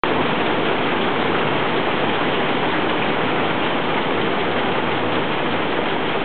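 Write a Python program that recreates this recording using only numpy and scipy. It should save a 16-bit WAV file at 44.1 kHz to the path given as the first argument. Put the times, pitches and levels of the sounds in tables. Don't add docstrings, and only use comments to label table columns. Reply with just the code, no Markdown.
import sys
import numpy as np
from scipy import signal
from scipy.fft import rfft, irfft, next_fast_len
from scipy.io import wavfile

SR = 44100
rng = np.random.default_rng(int(sys.argv[2]) if len(sys.argv) > 2 else 0)


def file_out(sig):
    cols = np.atleast_2d(sig).T
    lim = np.clip(cols, -1, 1)
    pcm = np.round(lim * 32767).astype(np.int16)
    wavfile.write(sys.argv[1], SR, pcm)


N = 275184


def amp(db):
    return 10 ** (np.asarray(db) / 20)


def unit(x):
    return x / np.sqrt(np.mean(x ** 2) + 1e-20)


def along(points, hz):
    point_hz, values = np.transpose(points)
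    return np.interp(np.log(hz + 1), np.log(point_hz + 1), values)


def filtered(x, response):
    size = next_fast_len(len(x) + 8192)
    hz = np.fft.rfftfreq(size, 1 / SR)
    return irfft(rfft(x, size) * response(hz), size)[:len(x)]


def noise(response):
    return unit(filtered(rng.standard_normal(N), response))


def blow(age_s, rise_s, t60_s):
    age_s = np.maximum(age_s, 0)
    return (1 - np.exp(-age_s / rise_s)) * amp(-60 * age_s / t60_s)


def strokes(pick_hz, offset_s, rise_s, t60_s, scatter_db, jitter_s=0.002):
    t = np.arange(N) / SR
    turns = (t - offset_s) * pick_hz + 1
    pick = np.maximum(turns, 0).astype(int)
    force, lateness = rng.standard_normal((128, 2)).T
    age_s = turns % 1 / pick_hz - jitter_s * lateness[pick]
    return amp(scatter_db * force)[pick] * blow(age_s, rise_s, t60_s)


def struck(envelope, ring_hz, width_oct):
    def modes(hz):
        return np.exp(-0.5 * (np.log2((hz + 1) / ring_hz) / width_oct) ** 2)
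    power_share = np.mean(modes(np.fft.rfftfreq(8192, 1 / SR)) ** 2)
    return filtered(envelope * rng.standard_normal(N), modes) / np.sqrt(power_share)


def near_loom(pick_hz=5.338):
    # offset in seconds, level in dB, ring in Hz, width in octaves,
    # rise in seconds, t60 in seconds.
    pick_cycle = [(.006, -26, 1120, 0.37, .003, 0.018), (0.022, -25.5, 260, 0.41, .003, 0.046),
                  (0.027, -33.5, 2240, 0.88, 0.0039, 0.22), (0.069, -27.5, 3410, 0.33, 0.014, .2),
                  (0.091, -28.5, 3340, 0.27, 0.0025, 0.049), (.095, -28.5, 1346, 0.65, 0.0048, .14),
                  (.149, -33, 300, 0.68, 0.0076, .16), (0.156, -44, 2320, 0.26, 0.0036, .05)]
    out = np.zeros(N)
    for offset_s, db, ring_hz, width_oct, rise_s, t60_s in pick_cycle:
        envelope = strokes(pick_hz, offset_s, rise_s, t60_s, scatter_db=1.2)
        out += amp(db) * struck(envelope, ring_hz, width_oct)
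    return out


def neighbours(pick_range_hz, ring_range_hz, width_oct, t60_s, count=11):
    rings_hz = rng.permutation(np.geomspace(*ring_range_hz, count))
    out = np.zeros(N)
    for pick_hz, ring_hz in zip(np.linspace(*pick_range_hz, count), rings_hz):
        offset_s = rng.random() / pick_hz
        envelope = strokes(pick_hz, offset_s, rise_s=0.0018, t60_s=t60_s, scatter_db=0.75)
        out += struck(envelope, ring_hz, width_oct)
    return unit(out)


def far_roar():
    # frequency in Hz, relative density in dB.
    spectrum = [(25, -30.5), (45, -25), (75, -17), (112, -10), (150, -3), (185, -2.5), (250, 1), (440, 0.5),
                (600, -3.5), (880, -2), (1400, -9.5), (2100, -10.5), (3000, -13), (4500, -14.5)]
    # centre in Hz, half-width in Hz, lift in dB.
    covers = [(148, 28, 2.5), (476, 28, 2.5), (815, 37, 1), (1340, 60, 1), (2250, 30, 2), (3180, 130, 2.5)]

    def lift_db(hz):
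        return sum(db / (1 + ((hz - centre_hz) / width_hz) ** 2) for centre_hz, width_hz, db in covers)
    return noise(lambda hz: amp(along(spectrum, hz) + lift_db(hz)))


def motors():
    # centre in Hz, half-width in Hz, level in dB.
    hum_lines = [(102.6, 4.6, -45.5), (255, 18, -43.5), (315, 5.1, -45.5), (390.8, 3.1, -42)]
    return sum(amp(db) * noise(lambda hz: 1 / (1 + ((hz - line_hz) / width_hz) ** 4))
               for line_hz, width_hz, db in hum_lines)


def hall(x):
    # frequency in Hz, t60 in seconds.
    decay_times = [(150, 1.1), (1000, 2.6), (4000, 0.51)]
    hz, t, spectra = signal.stft(rng.standard_normal(SR), SR, nperseg=256)
    decay = amp(-60 * t / along(decay_times, hz)[:, None])
    tail = signal.istft(spectra * decay, SR, nperseg=256)[1]
    return irfft(rfft(x) * rfft(tail / np.linalg.norm(tail), N), N)


def clanks():
    # start in seconds, level in dB, ring in Hz.
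    knocks = [(1.01, -29, 3070), (1.25, -19, 380), (1.345, -22, 1430), (1.905, -27, 950),
              (2.345, -25.5, 2940), (2.736, -22.5, 1750), (3.02, -22.5, 2340), (3.378, -23.5, 1760),
              (3.645, -27, 3200), (4.085, -20.5, 328), (4.372, -20, 452), (4.582, -22.5, 1610),
              (4.694, -19.5, 420), (5.029, -26, 380), (5.785, -14, 400), (5.97, -28, 360)]
    t = np.arange(N) / SR
    out = np.zeros(N)
    for start_s, db, ring_hz in knocks:
        height_oct = np.log2(ring_hz / 1000)
        envelope = blow(t - start_s, rise_s=0.0042, t60_s=0.069 * 1.4 ** height_oct)
        out += amp(db) * struck(envelope, ring_hz, width_oct=0.32 * 0.66 ** height_oct)
    return out


def pops(width_s=0.00011, low_cut_hz=250):
    # time in seconds, level in dB.
    pulses = [(1.2278, -9), (1.7757, -17)]
    t = np.arange(N) / SR
    pressure = sum(amp(db) * np.exp(-0.5 * ((t - at_s) / width_s) ** 2) for at_s, db in pulses)
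    return filtered(pressure, lambda hz: hz ** 2 / (hz ** 2 + low_cut_hz ** 2))


def drift(start_db, fade_db_per_s, hold_s=2.2):
    fading_s = np.maximum(np.arange(N) / SR - hold_s, 0)
    return amp(start_db - fade_db_per_s * fading_s)


def scene():
    roar_gain = drift(start_db=-1, fade_db_per_s=0.46)
    clatter_gain = drift(start_db=-1.4, fade_db_per_s=0.2)
    thuds = amp(-38) * neighbours(pick_range_hz=(3.4, 5.75), ring_range_hz=(293, 497),
                                  width_oct=0.45, t60_s=0.052)
    clatter = amp(-34) * neighbours(pick_range_hz=(3.1, 5.4), ring_range_hz=(574, 2330),
                                    width_oct=0.87, t60_s=0.077)
    machines = roar_gain * thuds + clatter_gain * (near_loom() + clatter) + clanks()
    far = roar_gain * (amp(-22.5) * far_roar() + motors())
    return (machines + amp(-7) * hall(machines) + far + pops())[None]


def record(dry, start_s=0.036, click_hz=1150, click_t60_s=0.008, dc_offset=-0.024, top_hz=4680):
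    # frequency in Hz, gain in dB.
    roll_off = [(3150, 5), (3500, 2), (3800, -3.5), (4150, -13), (4500, -29.5), (4700, -64)]
    age_s = np.maximum(np.arange(N) / SR - start_s, 0)
    settling = amp(-60 * age_s / click_t60_s)
    ping = amp(-1) * np.sin(2 * np.pi * click_hz * age_s)
    surge = 3.2 * dry[0]
    click = settling * (ping + surge)
    live = (dry[0] + dc_offset + click) * (age_s > 0)
    rounded = live / (1 + (live / 0.8) ** 8) ** (1 / 8)
    return filtered(rounded, lambda hz: amp(along(roll_off, hz)) * (hz < top_hz))[None]


dry = scene()
out = record(dry)
file_out(out)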